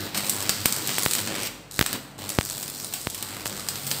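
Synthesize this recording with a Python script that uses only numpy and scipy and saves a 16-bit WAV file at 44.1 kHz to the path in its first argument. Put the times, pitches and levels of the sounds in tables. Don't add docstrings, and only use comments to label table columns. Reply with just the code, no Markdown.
import sys
import numpy as np
from scipy import signal
from scipy.fft import rfft, irfft
from scipy.io import wavfile
from scipy.ndimage import uniform_filter1d

SR = 44100
rng = np.random.default_rng(int(sys.argv[2]) if len(sys.argv) > 2 else 0)


def dump(signal):
    limited = np.clip(np.atleast_2d(signal).T, -1, 1)
    pcm = np.round(limited * 32767).astype(np.int16)
    wavfile.write(sys.argv[1], SR, pcm)


def linear_from_db(decibels):
    return 10 ** (np.asarray(decibels, float) / 20)


N = 176400


def level(x, db):
    return x * linear_from_db(db) / np.sqrt(np.mean(x ** 2))


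def colour(x, table):
    hz, db = np.array(table, float).T
    grid = np.maximum(np.fft.rfftfreq(4096, 1 / SR), 1)
    cepstrum = irfft(np.log(linear_from_db(np.interp(np.log(grid), np.log(hz), db))))
    cepstrum[1:2048] *= 2
    cepstrum[2049:] = 0
    return signal.fftconvolve(x, irfft(np.exp(rfft(cepstrum))))[:N]


def walk(rate):
    hold = int(SR / rate)
    steps = np.repeat(rng.standard_normal(N // hold + 1), hold)
    return 1.4 * uniform_filter1d(steps, hold)[:N]


def shop(t):
    # (frequency [Hz], level [dB])
    shop_tone = [(40, -21), (90, -5), (200, -2), (600, -8.5), (2500, -18.5), (8000, -41), (16000, -57)]
    # (time [s], pitch [Hz], level [dB])
    fan = [
        (0, 135, -61),
        (2.7, 139, -49),
        (3.0, 138.7, -56),
        (3.6, 137, -59),
        (3.8, 136.6, -40.5),
        (3.97, 137, -39.5),
        (4, 134, -54),
    ]
    # (time [s], level [dB])
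    mains = [
        (0, -56),
        (1.3, -53),
        (1.5, -46),
        (3, -49),
        (4, -45),
    ]
    mains_hz = 50.1

    air = level(colour(rng.standard_normal(N), shop_tone), -47.5) * linear_from_db(walk(5.6))
    fan_s, fan_hz, fan_db = np.array(fan).T
    pitch = np.interp(t, fan_s, fan_hz) * (1 + 0.0041 * walk(7.8))
    drone = np.sin(2 * np.pi * np.cumsum(pitch) / SR) * linear_from_db(np.interp(t, fan_s, fan_db) + walk(17))
    hum_gain = linear_from_db(np.interp(t, *np.array(mains).T) + 2 * walk(8.15))
    transformer = hum_gain * np.sin(2 * np.pi * mains_hz * t + walk(12) / 2)
    return air + transformer + drone


def room(x):
    room_db, low_t60_s, high_t60_s = -6.5, 0.76, 0.3
    age = np.arange(SR // 2 * 2) / SR
    noise = rng.standard_normal(len(age)) * (age > .004)
    low = signal.lfilter([.4], [1, -.6], noise)
    tail = low * 1000 ** (-age / low_t60_s) + (noise - low) * 1000 ** (-age / high_t60_s)
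    return linear_from_db(room_db) * signal.fftconvolve(x, tail / np.sqrt(np.sum(tail ** 2)))[:N]


def sparks(t):
    # (time [s], peak level [dB], pitch [Hz])
    spark_list = [(0.1478, -18, 4400), (0.176, -9.5, 7600), (0.2674, -14, 5200), (0.272, -14, 7700),
                  (0.2958, -5.5, 7400), (0.2973, -4.5, 8400), (0.4055, -13, 8000), (0.427, -11, 7100),
                  (0.4635, -15, 4900), (0.4941, 0, 6500), (0.7253, -1.5, 6700), (0.7444, -13, 6200),
                  (0.7647, -10, 7000), (0.8233, -20, 6500), (0.8741, -6.5, 6230), (0.8925, -11, 5900),
                  (0.995, -10, 6800), (1.025, -8, 8200), (1.0333, -6, 7800), (1.053, -12, 10500),
                  (1.057, -13, 8300), (1.1115, -4.5, 9000), (1.1158, -8, 8400), (1.1353, -4, 6400),
                  (1.152, -11, 7300), (1.1848, -10.5, 3900), (1.1915, -13, 8100), (1.2742, -12, 6100),
                  (1.3558, -17, 6500), (1.4336, -13, 7840), (1.4724, -13, 7900), (1.7426, -24, 9200),
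                  (1.8646, -10, 10400), (1.93, -7, 8750), (2.2927, -9, 8150), (2.302, -11, 8540),
                  (2.452, -11, 10000), (2.4998, -10, 7100), (2.5224, -14, 7700), (2.5288, -15, 6400),
                  (2.6287, -14, 8200), (2.6815, -16, 9900), (2.7006, -10.5, 10000), (2.732, -25, 8400),
                  (2.8008, -15, 7300), (2.8463, -10.5, 7800), (2.9377, -7.5, 7700), (3.0147, -14, 7600),
                  (3.101, -13, 8900), (3.106, -15, 7200), (3.1465, -15, 8300), (3.1795, -18, 8000),
                  (3.1817, -21, 7100), (3.227, -10, 11800), (3.4549, -14, 7750), (3.4775, -12, 6900),
                  (3.6871, -2, 5600), (3.7573, -15.5, 5700), (3.868, -12.5, 6300), (3.9142, -4, 4900)]
    cycles, ring_db, ring_ms, spark_db = .5, -8, .4, -.6

    out = np.zeros(N)
    lead = 40
    age = t[:160] - t[lead]
    s, db, hz = np.array(spark_list).T[:, :, None]
    chance = rng.standard_normal((len(s), len(age) + 1))
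    crack = np.cos(2 * np.pi * hz * age + chance[:, :1]) * np.exp(-(age * hz / cycles) ** 2)
    fade = np.exp(-np.abs(age) * (1 + 2 * (age < 0)) * 1000 / ring_ms)
    ring = linear_from_db(ring_db) * np.diff(uniform_filter1d(chance, size=2)) * fade
    both = crack + ring
    both = both * linear_from_db(db + spark_db) / np.abs(both).max(axis=1, keepdims=True)
    for i, spark in zip((s[:, 0] * SR).astype(int) - lead, both):
        out[i:i + len(age)] += spark
    return out


def snaps(t):
    snap_s = [.4943, .6569, .9833, 1.062, 1.792, 1.7925, 1.8115, 1.8121, 1.8146, 1.8226, 1.8261, 2.3873,
              2.4113, 3.071, 3.4582, 3.4666]
    # (spike level [dB], thump level [dB])
    snap_db = [(-39, -18), (-4, -8.5), (-3, -21), (1.5, -8.5), (-7.5, -12.5), (4, -13.5), (-5.5, -9),
               (1.5, -8), (-6, -31), (-20, -39), (-5.5, -24), (-8, 0), (-6.5, -40), (-8, -10.5),
               (-12, -18.5), (-13, -34)]
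    spike_ms, rebound_ms, crack_ms, thump_ms = .04, .12, .2, 1.45
    rebound_db, crack_db = -8, -4

    out = np.zeros(N)
    lead = 20
    ms = (t[:2000] - t[lead]) * 1000
    after = (1 + np.tanh((ms - 2 * spike_ms) / spike_ms * 2)) / 2
    rebound = linear_from_db(rebound_db) * after * np.exp(-ms / rebound_ms)
    spike = np.exp(-(ms / spike_ms) ** 2 / 2) - rebound
    thump = after * np.exp(-ms / thump_ms)
    cracks = rng.standard_normal((len(snap_db), len(ms))) * linear_from_db(crack_db) * np.exp(-np.abs(ms) / crack_ms)
    for s, (spike_db, thump_db), crack in zip(snap_s, snap_db, cracks):
        i = int(s * SR) - lead
        sharp = spike + np.diff(crack, prepend=0) / 2
        out[i:i + len(ms)] += linear_from_db(spike_db) * sharp - linear_from_db(thump_db) * thump
    return out


def splutters(t):
    # (time [s], peak level [dB], bright minus dull [dB], decay [ms])
    burst_list = [(0.145, -10, -8, 13), (0.1698, -6, -0.5, 15), (0.2667, -9, -4, 3.4),
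                  (0.2943, 1, 24, 4.9), (0.424, -9, 16, 3.2), (0.493, 0, 0, 3), (0.6562, 5, 4, 2.6),
                  (0.7232, -2.5, 14, 3.1), (0.762, -12, 8, 3.5), (0.8729, -2.5, 22, 3),
                  (0.8901, -10.5, -15, 3.7), (0.9828, -5, 12, 6.2), (1.0318, -5, 12, 2.4),
                  (1.1096, -3, 13, 4.1), (1.1342, -4, 17, 2.1), (1.1498, -3.5, -3, 1.9),
                  (1.184, -8.5, -11, 7.1), (1.2724, -14, -20, 3.4), (1.3515, -13, -4, 5.1),
                  (1.4116, -13.5, -16, 8.4), (1.4716, -14.5, -7.5, 5), (1.71, -24, 5, 2.5),
                  (1.8609, -4, -2.5, 1.9), (1.9285, -4, -2, 4.3),
                  (2.1121, -30.5, -8, 3.9), (2.2086, -30, 3, 2.3), (2.2905, -12, 2, 2.5),
                   (2.3011, -8.5, 0.5, 1.7), (2.3484, -8.5, 5, 2.1), (2.627, -10.5, 2, 6),
                   (2.6774, -14, -1, 3.7), (2.6982, -23, 4, 2.3), (2.7995, -28, 3, 3.4),
                   (2.8444, -14, -1, 2.9), (2.9243, -13, 1, 5.1), (2.9366, -3.5, 2, 2.2),
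                   (3.0985, -17, 9, 4), (3.1454, -12, 2, 5.4), (3.1774, -19, -1, 4.7),
                   (3.2247, -7, -2.5, 3.8), (3.456, -8.5, 0, 4.7), (3.4655, -10.5, 7, 3.8),
                   (3.686, -3.5, 3.5, 2.6), (3.756, -15, 5, 4.6), (3.8666, -9, 8, 9.9), (3.9062, -7, 14, 2),
                   (1.051, -7, 4, 4), (1.76, -18, 14, 3), (1.841, -16, -8, 3), (3.913, -6, 0, 7)]
    splutter_db, lag_s = -6.5, .001
    tick_db, tick_ms, spits_per_s = 6, .025, 900
    fizz_db, fizz_s = -15, 0.04

    out = np.zeros(N + 5000)
    age = t[:5000]
    s, db, tilt_db, ms = np.array(burst_list).T[:, :, None]
    chance = rng.standard_normal((len(s), 3, len(age)))
    spits = 1 + 2.77 * (rng.random((len(s), len(age))) < spits_per_s / SR)
    ragged = linear_from_db(13.6 * uniform_filter1d(chance[:, 2], size=40)) * spits
    tick = linear_from_db(tick_db) * np.exp(-age / tick_ms * 1000) * (age > 0)
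    spitting = np.exp(-age / np.maximum(ms, .2) * 1000) * ragged
    shape = spitting + linear_from_db(fizz_db) * np.exp(-age / fizz_s)

    bright_filter = signal.butter(2, 5500, "high", fs=SR, output="sos")
    dull_filter = signal.butter(1, [600, 5500], "band", fs=SR, output="sos")
    bright = signal.sosfilt(bright_filter, tick + shape * chance[:, 0])
    dull = signal.sosfilt(dull_filter, tick + shape * chance[:, 1])
    bursts = linear_from_db(tilt_db / 2) * bright + linear_from_db(-tilt_db / 2) * dull
    bursts = bursts * linear_from_db(db + splutter_db) / np.abs(bursts).max(axis=1, keepdims=True)
    for i, burst in zip(((s[:, 0] + lag_s) * SR).astype(int), bursts):
        out[i:i + len(age)] += burst
    return out[:N]


def patchy(x):
    spectrum = rfft(x)
    octave = np.log2(np.maximum(np.fft.rfftfreq(N, 1 / SR), 1) / 60)
    place = np.clip(octave, 0, 8) * 1.5
    out = np.zeros(N)
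    for k in range(13):
        band = irfft(spectrum * np.maximum(1 - np.abs(place - k), 0), N)
        out += band * linear_from_db(1.6 * walk(14))
    return out


def arc(t):
    # (time [s], sizzle level [dB], roar level [dB], throb depth [0-1])
    arc_course = [(0, -35, -32, 0.32), (.13, -49, -40.5, 0), (.15, -34.5, -33, 0.54),
                  (.85, -34.5, -39, 0.12), (1.1, -30.5, -37, 0.55), (1.35, -41, -33.5, 0.7),
                  (1.47, -28.5, -38, 0), (1.5, -78, -77, .4), (1.705, -67, -67, 0.06),
                  (1.712, -43, -57, .4), (1.96, -38, -31.5, 0.1), (1.99, -83, -71, 0.3),
                  (2.175, -65, -73, .4), (2.185, -41.5, -37.5, 0.4), (2.5, -36.5, -46, 0.58),
                  (3.1, -41, -47.5, 0.03), (3.4, -41, -39, 0.57), (4, -34, -39, 0.1)]
    # (time [s], level [dB])
    current = [(0, -44), (.3, -45.5), (.55, -45.5), (.65, -42.5), (1.13, -67), (1.2, -43), (1.47, -48.5),
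               (1.52, -65.5), (1.88, -55), (1.95, -46), (2.0, -78), (2.17, -63), (2.2, -45), (2.4, -52),
               (2.6, -66), (3.18, -54), (3.28, -47), (4, -52.5)]
    # (time [s], bright minus dull [dB])
    arc_tilt = [(0, -3), (.3, -2), (.55, -3), (.9, -0.5), (1.15, 0), (1.4, -6.5), (1.7, 1.5), (1.8, 5),
                (1.95, -5), (2.25, -1), (2.5, -0.5), (2.95, 2), (3.2, 1), (3.35, -3), (3.6, -1), (3.75, -3),
                (4, 1.5)]
    # (multiple of the ripple rate [-], level [dB])
    hum_tones = [
        (1, 5.5),
        (2, -3),
        (3, -3),
    ]
    # (frequency [Hz], level [dB])
    sizzle_tone = [(500, -22), (1200, -3), (2500, -9), (4000, 0.5), (8000, 1), (16000, 0.5)]
    # (frequency [Hz], level [dB])
    roar_tone = [(60, -16.5), (130, -1.5), (300, -5), (1000, -9.5), (3000, -15.5), (8000, -25)]
    ripple_hz, ripple_rad, hum_rad = 100.27, 1.95, 0.41
    cycle_spread_db, flicker_db = 2.2, .8
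    crackles_per_s, crackle_db, crackle_spread_db, crackle_top_db = 1300, 0, 4, 11
    hum_flutter_db, hum_wobble_rad, tilt_hz = 3, .7, 6500

    s, *controls = np.array(arc_course).T
    sizzle_db, roar_db, depth = (np.interp(t, s, c) for c in controls)
    depth = np.clip(depth, 0, 1)

    turn = 2 * np.pi * ripple_hz * t
    cycle = ((turn + ripple_rad + np.pi) / (2 * np.pi)).astype(int)
    spread = np.clip(rng.standard_normal(cycle[-1] + 1), -2, 2)
    size = linear_from_db(cycle_spread_db * spread)[cycle]
    swell = ((1 + np.cos(turn + ripple_rad)) / 2) ** 1.5
    throb = (1 - depth + 1.65 * depth * size * swell) * linear_from_db(flicker_db * walk(22.14))

    chance = rng.random((N, 3)).T
    struck = chance[0] < crackles_per_s / SR * 2 * swell
    strength_db = np.minimum(-crackle_spread_db * np.log(chance[2] + 1e-9), crackle_top_db)
    clicks = struck * np.sign(chance[1] - .5) * linear_from_db(strength_db)
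    grain = rng.standard_normal(N) + level(clicks, crackle_db)
    sizzle = level(colour(grain, sizzle_tone), 0) * throb * linear_from_db(sizzle_db)
    dull = signal.sosfilt(signal.butter(2, tilt_hz, fs=SR, output="sos"), sizzle)
    tilt = linear_from_db(np.interp(t, *np.array(arc_tilt).T) / 2)
    sizzle = dull / tilt + (sizzle - dull) * tilt

    roar = level(colour(rng.standard_normal(N), roar_tone), 0) * throb ** 1.04 * linear_from_db(1.17 * walk(8.1))
    hum = np.zeros(N)
    for k, db in hum_tones:
        flutter = linear_from_db(db + hum_flutter_db * walk(24.07))
        hum += flutter * np.cos(k * (turn + hum_rad) + hum_wobble_rad * walk(14))
    return patchy(sizzle + roar * linear_from_db(roar_db)) + hum * linear_from_db(np.interp(t, *np.array(current).T))


def scene():
    # (frequency [Hz], level [dB])
    mic = [(1500, -0.5), (4500, 4), (6400, -1), (8400, 6), (10000, -5.5), (12500, -1), (14500, 1.5),
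           (15700, -2)]
    t = np.arange(N) / SR
    weld = arc(t) + splutters(t)
    cracks = sparks(t)
    heard = colour(weld + room(weld + cracks), mic) + cracks + snaps(t)
    return np.array([heard]) + shop(t)


def roll_off(x):
    return signal.sosfilt(signal.butter(12, 16810, fs=SR, output="sos"), x)


def record(dry):
    low_cut = signal.butter(2, 81, "high", fs=SR, output="sos")
    clipped = np.clip(signal.sosfilt(low_cut, dry), -.93, .93)
    cliff = signal.ellip(10, .3, 42, 15620, fs=SR, output="sos")
    end = signal.ellip(8, .3, 60, 16800, fs=SR, output="sos")
    mix = signal.sosfilt(np.vstack([cliff, end]), clipped)
    return roll_off(mix)


dry = scene()
out = record(dry)
dump(out)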